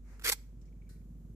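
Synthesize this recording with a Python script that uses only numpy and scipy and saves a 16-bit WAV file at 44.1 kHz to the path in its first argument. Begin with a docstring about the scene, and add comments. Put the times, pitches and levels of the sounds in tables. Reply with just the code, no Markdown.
"""Soft brushing, then a loud scrape in two quick pushes: a small porcupine shuffles on gritty concrete.
Stick-slip friction of its claws makes the scrape, and grit snaps with sharp cracks that ring briefly.
The foot is close; a wall reflects its sound and the yard adds a short reverberation.
Light claw taps follow. Behind them are a far knock, a faint bird, the exhaust pulses of a distant
engine, a low hum and outdoor air."""
import sys
import numpy as np
from scipy import signal
from scipy.fft import rfft, irfft
from scipy.io import wavfile

SR = 44100
rng = np.random.default_rng(int(sys.argv[2]) if len(sys.argv) > 2 else 0)


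def transcribe(signal):
    """Save signal, clipped to [-1, 1], as a 16-bit WAV file at the path in sys.argv[1]."""
    frames = np.atleast_2d(signal).T
    limited = np.clip(frames, -1, 1)
    pcm = np.round(limited * 32767).astype(np.int16)
    wavfile.write(sys.argv[1], SR, pcm)


N = 59535
TIME = np.arange(N) / SR


def amp(db):
    """Amplitude ratio of a level in decibels."""
    return 10 ** (np.asarray(db) / 20)

def unit(x):
    """Normalisation to unit rms."""
    return x / np.sqrt(np.mean(x ** 2) + 1e-20)

def read(points, hz):
    """Interpolation on a log-frequency axis."""
    f, value = np.transpose(points)
    return np.interp(np.log(hz + 1), np.log(f + 1), value)

def envelope(points):
    """Amplitude envelope, interpolated in decibels."""
    return amp(np.interp(TIME, *np.transpose(points)))

def fade(start, decay):
    """Exponential decay after an instant attack."""
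    return (TIME >= start) * np.exp(-np.maximum(TIME - start, 0) / decay)

def lowpass(hz):
    """Second-order low-pass sections."""
    return signal.butter(2, hz, fs=SR, output="sos")

def colour(x, spectrum, size=4096):
    """Minimum-phase filtering at unit energy: only the shape of the spectrum counts."""
    log_gain = np.log(amp(read(spectrum, abs(np.fft.fftfreq(size, 1 / SR)))))
    taps = np.fft.ifft(np.exp(np.conj(signal.hilbert(log_gain)))).real[:size // 2]
    taps = np.reshape(taps / np.linalg.norm(taps), (1,) * (x.ndim - 1) + (-1,))
    return signal.fftconvolve(x, taps, axes=-1)[..., :N]

def reflect(x, response):
    """Convolution with an impulse response, normalised to unit energy on the left."""
    return signal.fftconvolve(x, response / np.linalg.norm(response[0]), axes=1)[:, :N]

def narrowband(hz, width):
    """Quadrature modulation gives two independent bands of noise."""
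    a, b = signal.sosfilt(lowpass(width / 2), rng.standard_normal((2, 2, N)))
    return unit(a * np.cos(2 * np.pi * hz * TIME) + b * np.sin(2 * np.pi * hz * TIME))

def stereo(pair, coherence, left_lag_s=0):
    """Partial coherence: two independent signals mix into a left and a right channel."""
    hz = np.fft.rfftfreq(N, 1 / SR)
    shared = np.clip(read(coherence, hz), 0, 1)
    right, other = rfft(pair)
    left = (shared * right + np.sqrt(1 - shared ** 2) * other) * np.exp(-2j * np.pi * hz * left_lag_s)
    return irfft(np.array([left, right]), N)

# Left-right coherence of the close foot and of diffuse sound: f/Hz, coherence
CLOSE_COHERENCE = [(100,0.7),(600,0.93),(1500,1),(2200,.5),(2900,1),(3700,0.5),(5000,0.4),(15000,0)]
DIFFUSE_COHERENCE = [(40,0.75),(250,0.86),(600,0.76),(1300,0.31),(2500,0.071),(15000,.05)]

def close_source(pair):
    """A small delay: direct sound reaches the left channel slightly later."""
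    return stereo(pair, CLOSE_COHERENCE, left_lag_s=0.00014)

def diffuse_noise():
    """A diffuse field of white noise, coherent mainly in the bass."""
    return stereo(rng.standard_normal((2, N)), DIFFUSE_COHERENCE)


# Strength of the two pushes: t/s, level/dB
PUSHES = [(.228,-75.5),(.235,-57.5),(.242,-41.5),(.246,-32.5),(.252,-37.5),(.256,-35),(.264,-32),(.271,-35),(.281,-28),(.286,-32),(.291,-26.5),(.300,-31),(.308,-41.5),(.317,-37),(.323,-27.5),(.330,-30.5),(.340,-46.5),(.354,-60.5)]
# Friction spectrum on each side: f/Hz, level/dB
FRICTION_LEFT = [(100,-26.5),(250,-15.5),(340,-6.5),(450,-2.5),(650,-14.5),(950,-9),(1380,0),(1750,-4),(2200,2.5),(2700,-1),(3300,1),(4400,2),(5500,-2),(6800,-1.5),(7700,1.5),(9000,-6),(10500,0),(13000,-2.5),(15500,-7.5)]
FRICTION_RIGHT = [(100,-31),(250,-12),(340,-3.5),(450,-2),(650,-12),(950,-9),(1380,2),(1750,-1.5),(2200,4.5),(2700,-1.5),(3300,-2.5),(4400,3),(5000,0),(6000,3.5),(6800,-2.5),(7900,2),(9000,0.5),(12500,3),(15500,-4.5)]

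def scrape(grains_per_s=4000, grain_spread_db=3.5, smooth_share=0.55, thinning_db_per_s=75):
    """Stick-slip friction: claws drag over grit in dense micro-slips, and the low part thins."""
    struck = rng.random(N) < grains_per_s / SR
    grains = struck * amp(grain_spread_db * np.minimum(rng.exponential(1, N), 3))
    slips = np.sqrt(smooth_share + (1 - smooth_share) * unit(grains) ** 2)
    force = amp(np.interp(TIME, *np.transpose(PUSHES), left=-np.inf, right=-np.inf) - 1)
    friction = rng.standard_normal((2, N))
    bursts, cracks = grit_snaps()
    drive = close_source(friction * np.hypot(force * slips, bursts) + cracks)
    drive = drive + wall_reflection(drive)
    low = signal.sosfiltfilt(lowpass(3950), drive)
    low_db = np.clip(thinning_db_per_s * (0.31 - TIME), -4, 5)
    drive = drive + low * (amp(low_db) - 1)
    left = amp(-1) * colour(drive[0], FRICTION_LEFT)
    right = amp(1.45) * colour(drive[1], FRICTION_RIGHT)
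    return np.array([left, right]) + force * grip_resonances()

# Grit snapping under the claws: t/s, level/dB, decay/s, ring f/Hz
GRIT_SNAPS = [(0.244,-33.5,.0015,1676),(0.2504,-30.5,0.0015,1705),(0.259,-30,0.00091,2270),(0.2645,-30,0.0011,1500),(0.2741,-25.5,0.00081,2180),(0.2763,-30,0.00078,2110),(0.2801,-24,0.00088,2304),(.2875,-27.5,.0011,4863),(0.2924,-25.5,0.00082,5990),(0.2979,-18.5,.0009,10340),(0.2993,-23.5,.0007,1953),(0.3202,-25,.0008,7740),(0.3219,-27,.0008,1989),(.3250,-24,0.00053,7800),(0.3287,-27.5,0.00054,4388),(0.33,-24.5,.0007,7770),(0.3356,-35,.0015,4423)]

def grit_snaps(crack_db=5.5, ring_db=-12, ring_decay_s=0.0024):
    """Impulse excitation: snaps give an envelope of noise bursts, and cracks whose grains ring on."""
    bursts, cracks = np.zeros(N), np.zeros((2, N))
    for (start, db, decay, hz), phase in zip(GRIT_SNAPS, rng.random((len(GRIT_SNAPS), 2, 1))):
        bursts += amp(db) * fade(start, decay)
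        cracks[:, round(start * SR)] += amp(db + crack_db) * np.sign(phase[:, 0] - .5)
        ring = np.sin(2 * np.pi * (hz * TIME + phase))
        cracks += amp(db + ring_db) * fade(start, ring_decay_s) * ring
    return bursts, cracks

# Claw and grit resonances: t/s, length/s, f/Hz, bandwidth/Hz, level/dB re the push, left-right/dB
GRIP_MODES = [(.24,.07,460.8,60.35,-15.5,-2),(0.237,0.036,1640,262,-8.5,-7.5),(0.241,.034,3250,160,-9,10.5),(.272,0.037,1370,129.7,-11,-3),(0.273,0.037,2200,201.9,-10,4),(0.273,.034,4700,900,-7.5,0),(0.31,.028,980,260,-11.5,-3),(0.31,.028,4380,201.4,-10,-2.5),(0.314,0.031,7750,300,-8,-3.5)]

def grip_resonances(ramp_s=.004):
    """Forced resonance: narrow bands sound for as long as a claw keeps its grip."""
    out = 0
    for start, length, hz, width, db, pan_db in GRIP_MODES:
        held = np.clip(np.minimum(TIME - start, start + length - TIME) / ramp_s, 0, 1)
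        gain = amp(db + np.array([[.5], [-.5]]) * pan_db)
        out = out + held * gain * close_source(narrowband(hz, width))
    return out

def wall_reflection(x):
    """Early reflections from ground and wall smear the sound over a few milliseconds."""
    return amp(-12) * reflect(x, diffuse_noise() * fade(start=0.0021, decay=0.0071))

# Reverberation time of the yard: f/Hz, T60/s
REVERB_TIME = [(200,0.37),(1500,.45),(4000,0.38),(8000,.38),(15000,0.42)]
# Spectrum of its tail: f/Hz, level/dB
TAIL_SPECTRUM = [(300, 1.5), (900, 4.5), (2000, 1.5), (4000, 2), (7500, 3), (9500, -3), (15000, -1)]

def yard_reverberation(x):
    """Reverberation: a weak diffuse tail decays exponentially in each band."""
    hz, t, bands = signal.stft(rng.standard_normal((2, N)), SR, nperseg=256)
    decay = amp(-60 * t / read(REVERB_TIME, hz)[:, None])
    tail = signal.istft(bands * decay, SR, nperseg=256)[1][:, :N]
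    return amp(-26) * reflect(x, colour(tail, TAIL_SPECTRUM))

# Brushing of fur and feet: t/s, length/s, level/dB
BRUSH_STROKES = [(.01,.24,-65),(0.592,0.1,-81)]
# The foot setting down before it pushes, and later claw taps: t/s, level/dB, decay/s
FOOTFALLS = [(.1958,-52,0.006),(.2135,-56.5,0.0079),(.2205,-48.5,0.0049)]
CLAW_TAPS = [(.614,-68.5,0.012),(.655,-75.5,0.033)]
# Their spectra: f/Hz, level/dB
BRUSH_SPECTRUM = [(300,4),(900,0.5),(1500,3),(2200,3),(3300,-15.5),(4500,-9.5),(6500,-5.5),(9000,-12.5),(15000,-19.5)]
FOOTFALL_SPECTRUM = [(200,-16.5),(450,4),(750,-4.5),(1300,5.5),(2300,1),(3200,-4),(4500,-6),(6500,-9),(7800,-3.5),(9500,-7.5),(15500,-7.5)]
TAP_SPECTRUM = [(500,-28.5),(3000,-6),(4500,-6.5),(5800,4.5),(6800,-3),(7700,-2),(9000,-19),(15000,-33)]

def shuffle():
    """Light friction gives smooth swells of noise; light impacts give damped bursts."""
    swells = sum(amp(db) * np.sin(np.pi * np.clip((TIME - start) / length, 0, 1)) ** 2
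                 for start, length, db in BRUSH_STROKES)
    footfalls = sum(amp(db) * fade(start, decay) for start, db, decay in FOOTFALLS)
    taps = sum(amp(db) * fade(start, decay) for start, db, decay in CLAW_TAPS)
    contact = close_source(rng.standard_normal((2, N))) * amp([[-1.5], [1.5]])
    return (colour(diffuse_noise() * swells, BRUSH_SPECTRUM)
            + colour(contact * footfalls, FOOTFALL_SPECTRUM)
            + colour(diffuse_noise() * taps, TAP_SPECTRUM))

# Echo of the knock: f/Hz, level/dB
KNOCK_SPECTRUM = [(400,-33),(1200,-2),(1700,2),(2200,0.5),(3200,-9.5),(4200,3),(6000,0.5),(8000,1),(11000,-1),(13000,-4),(14200,-1),(15500,-13)]
# Modes of the struck object: f/Hz, level/dB, T60/s
STRUCK_MODES = [(1496,-2.5,0.4),(1620,-16,0.27),(1858,-4.5,0.51),(1898,-6,0.39),(3970,-8,0.37),(4210,-6,0.25)]

def far_knock(start_s=.8895, rise_s=0.003, echo_t60_s=0.36):
    """A distant impact arrives mostly as reverberation, with a little modal ringing."""
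    t = np.maximum(TIME - start_s, 0)
    ring = sum(amp(db - 60 * t / t60) * np.sin(2 * np.pi * (hz * t + rng.random((2, 1))))
               for hz, db, t60 in STRUCK_MODES)
    echo = colour(diffuse_noise(), KNOCK_SPECTRUM) * amp(-63 - 60 * t / echo_t60_s)
    return np.minimum(t / rise_s, 1) * (echo + amp(-69.5) * ring)

# Bird notes: centre t/s, level/dB
BIRD_PIPS = [(.684,-77),(.728,-78),(.772,-80.5),(.822,-71.5),(.845,-81.5),(.875,-74.5),(.967,-78),(1.017,-80)]

def bird(pip_s=0.025, lower_hz=2280, upper_hz=3100, roughness=0.59):
    """Random amplitude modulation roughens a quick run of faint two-tone pips."""
    pips = sum(amp(db) * np.cos(np.pi * np.clip((TIME - centre) / pip_s, -.5, .5)) ** 2
               for centre, db in BIRD_PIPS)
    rasp = unit(signal.sosfilt(lowpass(180), rng.standard_normal((2, N))))
    tones = np.sin(2 * np.pi * lower_hz * TIME) + amp(-18) * np.sin(2 * np.pi * upper_hz * TIME)
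    return pips * unit((1 - roughness + roughness * rasp) * tones)

# The engine slowly coming nearer: t/s, level/dB
ENGINE_LEVEL = [(0,-63.5),(.16,-66),(.3,-60.5),(.455,-68.5),(.48,-59),(.62,-59.5),(.8,-56.5),(1.1,-54),(1.35,-53)]
# Its exhaust: f/Hz, level/dB
EXHAUST_SPECTRUM = [(40,-20.5),(80,-1),(105,6),(130,-3.5),(160,-2),(190,-7),(230,-3),(280,-12.5),(350,-20),(450,-26.5),(700,-36),(1500,-62)]

def engine(firing_hz=20.614, firing_at_s=1.006, spread_db=0.5, decay_s=.022, left_lag_s=0.000076):
    """A pulse train: each firing of a distant single cylinder gives a dull puff and its echoes."""
    firings = np.diff(np.floor((TIME - firing_at_s) * firing_hz), prepend=0) > 0
    pulses = firings * amp(spread_db * rng.standard_normal(N))
    decay = fade(0, decay_s)
    echoes = signal.fftconvolve(pulses, rng.standard_normal(N) * decay)[:N]
    turbulence = signal.fftconvolve(pulses, decay)[:N] * rng.standard_normal(N)
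    drive = amp(-5) * unit(pulses) + amp(-1) * unit(echoes) + amp(-5) * unit(turbulence)
    sound = unit(colour(drive, EXHAUST_SPECTRUM)) * envelope(ENGINE_LEVEL)
    return np.array([np.interp(TIME - left_lag_s, TIME, sound), sound])

# The faint higher drone, an overtone of the distant engine: t/s, level/dB
DRONE_LEVEL = [(0,-65.5),(.15,-70),(.47,-73),(.55,-62.5),(.62,-71.5),(.75,-67.5),(.95,-79)]

def hum(low_hz=49.9, right_phase_rad=0.28, drone_hz=244.2):
    """A steady low hum, and a higher engine overtone that wavers by beating with narrowband noise."""
    low = unit(np.sin(2 * np.pi * low_hz * TIME + np.array([[0], [right_phase_rad]])))
    drone = unit(np.sin(2 * np.pi * drone_hz * TIME) + 0.35 * narrowband(drone_hz, width=20)[0])
    return amp(-50) * low + drone * envelope(DRONE_LEVEL)

# Outdoor rumble and treble hiss: f/Hz, level/dB
RUMBLE_SPECTRUM = [(20,-8),(60,5),(120,4),(180,-8),(250,-4.5),(330,-8),(500,-16),(800,-28.5),(1300,-29.5),(1900,-35),(3500,-38.5),(5000,-40),(6800,-33.5),(9000,-41),(12000,-41),(15500,-39.5)]
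HISS_SPECTRUM = [(2000,-27),(5000,-10.5),(7000,0),(9000,-3),(12000,6.5),(15500,-1)]
# Growth of the hiss: t/s, level/dB
HISS_LEVEL = [(0,-92.5),(.8,-93),(1.05,-84),(1.35,-83.5)]

def outdoor_air(dip_at_s=0.457, dip_width_s=.025, dip_db=-2):
    """Diffuse ambient noise: a rumble that dips briefly and a faint hiss that grows late."""
    hiss = colour(diffuse_noise(), HISS_SPECTRUM) * envelope(HISS_LEVEL)
    dip = np.exp(-((TIME - dip_at_s) / dip_width_s) ** 2)
    rumble = amp(-59 + dip_db * dip) * unit(colour(diffuse_noise(), RUMBLE_SPECTRUM))
    return rumble + hiss


def scene():
    """Superposition of the close animal and the yard around it."""
    foot = scrape()
    porcupine = foot + yard_reverberation(foot) + shuffle()
    distant = far_knock() + bird()
    background = (engine() + hum() + outdoor_air()) * amp([[-.5], [.5]])
    return porcupine + distant + background

def record(dry, fade_out_s=.004, cutoff_hz=15500):
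    """A short fade-out, then band limiting by a linear-phase low-pass."""
    dry = dry * np.sin(np.pi / 2 * np.minimum((TIME[-1] - TIME) / fade_out_s, 1)) ** 2
    padded = np.pad(dry, ((0, 0), (255, 255)), "reflect", reflect_type="odd")
    taps = signal.firwin(511, cutoff_hz, window=("kaiser", 9), fs=SR)
    return signal.oaconvolve(padded, taps[None], "valid")


dry = scene()
out = record(dry)
transcribe(out)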